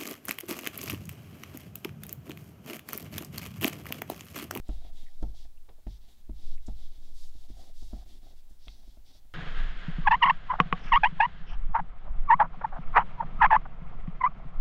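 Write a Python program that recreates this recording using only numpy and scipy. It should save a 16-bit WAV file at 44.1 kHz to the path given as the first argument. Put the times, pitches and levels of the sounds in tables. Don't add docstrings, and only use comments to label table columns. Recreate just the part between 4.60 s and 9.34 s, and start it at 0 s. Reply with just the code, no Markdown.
import sys
import numpy as np
from scipy import signal
from scipy.fft import rfft, irfft, next_fast_len
from scipy.io import wavfile

SR = 44100
rng = np.random.default_rng(int(sys.argv[2]) if len(sys.argv) > 2 else 0)


def transcribe(u):
    v = np.clip(np.atleast_2d(u).T, -1, 1)
    q = np.round(v * 32767).astype(np.int16)
    wavfile.write(sys.argv[1], SR, q)


N = 208989

# (time [s], level [dB])
SWAY_LEVEL = [(0.0, -32.5), (0.09, -59), (0.14, -35.5), (1.21, -47.5), (1.73, -42.5), (1.86, -28.5),
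              (2.01, -33.5), (2.12, -30.5), (2.41, -34), (2.6, -35.5), (2.94, -41), (2.98, -36.5),
              (4.58, -47), (4.74, -55)]
SWAY_TRIM_DB = 3.5
# (frequency [Hz], density [dB per Hz])
SWAY_SPECTRUM = [(10, 11.5), (13, 7), (18, -6), (28, -21), (44, -19), (62, -24.5), (90, -43.5)]
# (frequency [Hz], density [dB per Hz])
HUSH_SPECTRUM = [(80, 27.5), (150, 16.5), (300, 13.5), (450, 9), (830, 9), (1100, 3), (2700, 2), (3800, 5),
                 (5000, 2.5), (9000, 0), (15500, 0.5)]
HUSH_DB = -69.5
# (frequency [Hz], density [dB per Hz])
BUZZ_SPECTRUM = [(11500, -20), (13500, -2), (14200, -9), (15000, -5), (15600, -11)]
BUZZ_HZ, BUZZ_DB = 119.83, -86

# (start [s], length [s], fastest point [share of length], rasp [dB], brightness [dB],
# then relative to the rasp: edge hiss [dB], mat drumming [dB], desk rumble [dB])
STROKES_TABLE = [(0.042, 0.18, 0.44, -66, -6.5, -8, -3.5, 1.5), (0.195, 0.12, 0.48, -67, -9, -10, 1, -3),
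                 (0.317, 0.15, 0.6, -65, -5, -6.5, -8, 1), (0.446, 0.18, 0.15, -72, 0, -10, -6, -10),
                 (0.57, 0.19, 0.4, -72, 2, -9, 1.5, 8), (0.739, 0.14, 0.27, -63.5, 1, -10, -13, -5),
                 (1.264, 0.12, 0.62, -65, 1.5, -12.5, -16, -5), (1.401, 0.075, .55, -72, -5, -12, -7, 2.5),
                 (1.461, 0.1, 0.36, -69.5, -7, -5, -6.5, 0), (1.554, 0.071, 0.54, -75.5, -10, -4, -14, 4),
                 (1.734, .24, 0.68, -64, -0.5, -10.5, -12.5, 1.5),
                 (2.002, .145, .65, -68.5, -2, -11, -18, -8), (2.134, 0.17, 0.58, -65.5, -3, -10, -11, -3),
                 (2.285, 0.13, 0.4, -69.5, -4, -10, -11, -1), (2.396, 0.16, 0.3, -68, 0.5, -8, -8, 2),
                 (2.535, 0.18, 0.39, -63, 4.5, -4, -33, -19), (2.677, 0.2, 0.85, -67.5, 1, -6, -12, -10),
                 (2.876, 0.071, 0.47, -66.5, 1, -13, -13, -2), (2.935, .19, 0.4, -64.5, 0.5, -6, 1, 1),
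                 (3.13, 0.21, 0.5, -64.5, 5, -5, -39, -17), (3.284, .165, 0.6, -65.5, 1.5, -9, -1, -0.5),
                 (3.45, .15, 0.36, -66, -3.5, -6.5, -10.5, 3), (3.607, 0.14, 0.49, -67.5, -0.5, -11, 0, 5),
                 (3.754, 0.062, 0.55, -71.5, -2, -7, -20, -17), (3.888, .08, 0.07, -77.5, 3, 0, -7, -12),
                 (3.989, 0.18, 0.7, -64, 5, -24, -20, -14), (4.142, 0.13, 0.03, -70, 3, -10, -4.5, 2),
                 (4.24, 0.14, 0.4, -71, 3, -8, -9, -10), (4.445, 0.088, 0.62, -65, 1, -15, -9, 1),
                 (4.524, 0.077, .4, -65.5, 5, -15, -21, -19)]
PACE_POWER = 0.6
BEAR_DOWN_DB = 3.5
# (frequency [Hz], density [dB per Hz])
RASP_SPECTRUM = [(900, -7), (1400, -20), (2000, -8.5), (2500, -10.5), (2900, -5.5), (3300, -3.5),
                 (3750, -2.5), (4200, -2), (5200, -2), (6000, -5.5), (6800, -17.5), (9000, -19.5)]
# (frequency [Hz], density [dB per Hz])
EDGE_SPECTRUM = [(2500, -37), (4500, -23.5), (6300, 1), (7200, -0.5), (8200, -2.5), (9300, -6.5),
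                 (11000, -3), (15500, -13)]
# (frequency [Hz], density [dB per Hz])
MAT_SPECTRUM = [(400, -13.5), (520, -5.5), (620, -3), (760, 2.5), (880, -13), (1050, -18.5), (1400, -19),
                (2200, -23.5)]
# (frequency [Hz], density [dB per Hz])
RUMBLE_SPECTRUM = [(45, 0.5), (65, 5.5), (80, 11), (105, 4), (135, -5.5), (165, 0), (200, 5), (240, 6),
                   (300, 1), (380, -0.5), (460, -19), (700, -22)]
# (frequency [Hz], width [Hz], lift [dB])
SHEET_MODES = [(3395, 150, 5.5), (3745, 210, 6.0), (4520, 130, 3.0), (6950, 90, 4.0), (7280, 90, 4.0)]

# (time [s], level [dB], centre [Hz], width [Hz], fall [s])
CONTACTS = [(.083, -59.5, 6640, 3500, 0.0021), (.089, -66, 2930, 1200, .005), (.248, -70, 1100, 1500, .003),
            (.463, -64, 1980, 350, 0.0053), (.477, -67, 1920, 420, 0.0079),
            (.623, -63.5, 7100, 3500, 0.0033), (.626, -59.5, 3860, 1500, 0.0045),
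            (.974, -68, 2680, 354, 0.0033), (1.079, -61, 590, 490, 0.02), (1.09, -68, 3500, 1010, 0.0043),
            (1.177, -66.5, 520, 397, 0.012), (1.978, -60.5, 2520, 700, 0.0025),
            (2.061, -58.5, 6440, 2980, .009), (2.835, -66.5, 667, 220, 0.015),
            (2.898, -70, 7960, 7000, .005), (3.897, -71, 8360, 6050, 0.0047)]
CONTACT_RISE_SHARE = 0.53

# (time [s], thump [dB], contact hardness [dB], paper slap [dB])
LANDINGS = [(0.089, -36, -12, -55), (0.246, -54.5, -6, -65), (0.625, -33.5, -9.5, -56),
            (0.849, -63, -11, -63), (1.087, -66, 3, -55), (1.266, -37.5, -15.5, -52.5),
            (1.693, -40.5, -20, -67), (2.081, -39, -11, -62), (2.639, -74.5, 8, -65),
            (2.75, -54.5, -21, -84), (2.899, -48.5, -23, -67), (3.222, -50.5, -13.5, -86),
            (3.33, -39.5, -11.5, -85), (3.459, -63.5, -5, -67), (3.906, -61, -26, -76),
            (4.07, -55.5, -5, -59.5), (4.227, -77, 7, -68), (4.275, -57.5, -19, -84),
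            (4.37, -60, -12, -64.5), (4.549, -66.5, -3, -68), (4.649, -67, -7, -72)]
# (frequency [Hz], relative level [dB], t60 [s])
DESK_MODES = [(44.7, 5, 0.34), (57.7, -8, 0.42), (100.8, -5.5, 0.25), (125, -11, 0.23), (152, -8, 0.38),
              (199.2, -1, 0.1), (228, -7.5, 0.11), (298.3, -11, 0.078), (376, -21, 0.098),
              (444, -20, 0.043), (520, -23.5, 0.081), (619, -4.5, 0.046), (704, -14.5, 0.11),
              (724, -17.5, 0.12), (1100, -16, 0.093), (1334, -16, 0.043)]
# (frequency [Hz], density [dB per Hz])
THUD_SPECTRUM = [(160, 12), (260, 8), (400, 4.5), (480, 3.5), (640, -4), (800, 6), (950, -12), (1400, -28),
                 (1800, -31)]
# (frequency [Hz], density [dB per Hz])
SLAP_SPECTRUM = [(700, 17), (1200, -2.5), (2000, 3), (3500, -6), (5500, -15), (9000, -45)]

# (time [s], level [dB])
CRAYON_TAPS = [(4.082, -44)]
# (frequency [Hz], relative level [dB], t60 [s])
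CRAYON_MODES = [(1220, -0.5, 0.0066), (2110, -6.5, 0.03), (2630, 1.5, 0.011), (3380, 5.5, 0.013),
                (3920, 2.5, 0.011), (5150, -23, 0.009)]

CUTOFF_HZ = 15750


def from_db(db):
    return 10 ** (np.asarray(db) / 20)


def rms_one(x):
    return x / np.sqrt(np.mean(x ** 2) + 1e-20)


def in_time(rows):
    time_s, *columns = np.transpose(rows)
    return [np.interp(np.arange(N) / SR, time_s, column) for column in columns]


def coloured(x, spectrum):
    hz, db = np.transpose(spectrum)
    knots = np.log2(hz)
    size = next_fast_len(N)
    octave = np.log2(np.arange(size // 2 + 1) * SR / size + 1)
    beyond = np.abs(octave - np.clip(octave, knots[0], knots[-1]))
    gain = from_db(np.interp(octave, knots, db) - 20 * beyond)
    return rms_one(irfft(rfft(x, size) * gain, size)[:N])


def noise(spectrum):
    return coloured(rng.standard_normal(N), spectrum)


def drift(rate_hz):
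    r = np.exp(-2 * np.pi * rate_hz / SR)
    settled = signal.lfilter([1], [1, -2 * r, r * r], rng.standard_normal(N + SR))[SR:]
    return rms_one(settled)


def ring(impulses, hz, t60_s):
    r = from_db(-60 / (t60_s * SR))
    w = 2 * np.pi * hz / SR
    return signal.lfilter([0, np.sin(w)], [1, -2 * r * np.cos(w), r * r], impulses + 1e-18)


def strikes(times_s, db):
    out = np.zeros(N)
    out[np.round(np.asarray(times_s) * SR).astype(int)] = from_db(db)
    return out


def sway():
    level_db, = in_time(SWAY_LEVEL)
    return from_db(level_db + SWAY_TRIM_DB) * noise(SWAY_SPECTRUM)


def hush():
    return from_db(HUSH_DB) * noise(HUSH_SPECTRUM)


def buzz():
    period = round(SR / BUZZ_HZ)
    spikes = 1.0 * (np.arange(N) % period == 0)
    return from_db(BUZZ_DB) * coloured(spikes, BUZZ_SPECTRUM)


def hand():
    t = np.arange(N) / SR
    speed = np.full(N, 0.05)
    power = np.zeros((5, N))
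    for start_s, length_s, fastest, db, bright_db, edge_db, mat_db, desk_db in STROKES_TABLE:
        now = (t > start_s) & (t < start_s + length_s)
        along = (t[now] - start_s) / length_s
        peak = np.clip(fastest, 0.1, 0.9)
        arc = np.interp(along, [0, peak, 1], [0, np.pi / 2, np.pi])
        pace = np.abs(np.sin(arc)) ** PACE_POWER
        press_db = BEAR_DOWN_DB * (along - 0.5)
        drive_db = np.broadcast_arrays(-bright_db / 2, bright_db / 2, edge_db,
                                       mat_db + press_db, desk_db + press_db)
        speed[now] = np.maximum(speed[now], pace)
        power[:, now] += (pace * from_db(db + np.array(drive_db))) ** 2
    return speed, np.sqrt(power)


def slips(per_s, spread_db):
    sizes = from_db(spread_db * np.minimum(rng.exponential(1, N), 4))
    happens = rng.random(N) < per_s / SR
    return happens * sizes * rng.choice([-1, 1], N) / np.sqrt(per_s)


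def sheet(x):
    out = x
    for hz, width_hz, lift_db in SHEET_MODES:
        b, a = signal.iirpeak(hz, hz / width_hz, fs=SR)
        out = out + (from_db(lift_db) - 1) * signal.lfilter(b, a, x)
    return rms_one(out)


def scribble(flutter_db=0.9, judder_db=3.0):
    speed, (on_lower, on_upper, on_edge, on_mat, on_desk) = hand()
    fibre_slips = slips(18000 * speed, spread_db=2.5) * from_db(flutter_db * drift(49))
    fibres = coloured(fibre_slips, RASP_SPECTRUM)
    upper = signal.sosfiltfilt(signal.butter(4, 4100, "high", fs=SR, output="sos"), fibres)
    rasp = on_lower * (fibres - upper) + on_upper * upper
    paper = np.std(rasp) * sheet(rasp)
    edge = on_edge * sheet(coloured(slips(22000 * speed, spread_db=3.5), EDGE_SPECTRUM))
    bumps = slips(2400 * speed, spread_db=1.5) * from_db(judder_db * drift(66))
    mat = on_mat * coloured(bumps, MAT_SPECTRUM)
    desk = on_desk * coloured(bumps, RUMBLE_SPECTRUM)
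    return paper + edge + mat + desk


def small_contacts():
    out = np.zeros(N)
    t = np.arange(SR // 10) / SR
    for time_s, db, hz, width_hz, fall_s in CONTACTS:
        edges_hz = [max(hz - width_hz / 2, 100), min(hz + width_hz / 2, 0.45 * SR)]
        band = signal.butter(2, edges_hz, "band", fs=SR, output="sos")
        flurry = rms_one(signal.sosfilt(band, rng.standard_normal(len(t))))
        rise_s = CONTACT_RISE_SHARE * fall_s
        shape = np.minimum(t / rise_s, 1) * np.exp(-np.maximum(t - 2 * rise_s, 0) / fall_s)
        at = round(time_s * SR)
        out[at:at + len(t)] += from_db(db) * shape * flurry
    return out


def burst(impulses, fall_s, spectrum, rise_s=0.00087):
    keep = np.exp(-1 / (rise_s * SR))
    dying = signal.lfilter([1], [1, -np.exp(-1 / (fall_s * SR))], impulses + 1e-18)
    envelope = signal.lfilter([1 - keep], [1, -keep], dying)
    return envelope * noise(spectrum)


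def knocks(thump_trim_db=1.0, soft_db=-4.0, vary_db=1.8, contact_hz=1200, slap_trim_db=2.0,
           slap_fall_s=0.0067, thud_fall_s=0.021, low_centre_db=-41, low_evening_share=0.29):
    times_s, level_db, hardness_db, paper_db = np.transpose(LANDINGS)
    first_s, second_s, first_db = times_s + 0.0012, times_s + 0.0043, -3.0
    chance = rng.standard_normal((len(times_s), len(DESK_MODES)))
    wood = np.zeros(N)
    for k, (hz, mode_db, t60_s) in enumerate(DESK_MODES):
        upper, lower = np.clip([np.log2(hz / 320), np.log2(200 / hz)], 0, 1)
        blow_db = level_db + thump_trim_db + mode_db + vary_db * chance[:, k]
        blow_db = blow_db + upper * (hardness_db - soft_db)
        blow_db = blow_db + lower * low_evening_share * (low_centre_db - level_db)
        blows = strikes(first_s, blow_db + first_db) + strikes(second_s, blow_db)
        wood += ring(blows, hz, t60_s)
    wood = signal.sosfilt(signal.butter(3, contact_hz, fs=SR, output="sos"), wood)
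    thud = burst(strikes(second_s, level_db + hardness_db), thud_fall_s, THUD_SPECTRUM)
    slap = burst(strikes(first_s, paper_db + slap_trim_db), slap_fall_s, SLAP_SPECTRUM)
    return wood + thud + slap


def clicks():
    taps = strikes(*np.transpose(CRAYON_TAPS))
    out = np.zeros(N)
    for k, (hz, db, t60_s) in enumerate(CRAYON_MODES):
        out += (-1) ** k * from_db(db) * ring(taps, hz, t60_s)
    return out


def room(x, wet_db=-14.0, t60_s=0.14):
    t = np.arange(SR // 3) / SR
    tail = rng.standard_normal(len(t)) * from_db(-60 * t / t60_s) * (t > 0.002)
    tail = tail / np.linalg.norm(tail)
    airborne = signal.sosfilt(signal.butter(2, 1200, "high", fs=SR, output="sos"), x)
    return x + from_db(wet_db) * signal.fftconvolve(airborne, tail)[:N]


def scene():
    background = sway() + hush() + buzz()
    crayon = scribble() + small_contacts() + knocks() + clicks()
    return (background + room(crayon))[None]


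def record(dry):
    lowpass = signal.ellip(12, 0.1, 80, CUTOFF_HZ, fs=SR, output="sos")
    return signal.sosfilt(lowpass, dry)


dry = scene()
out = record(dry)
transcribe(out)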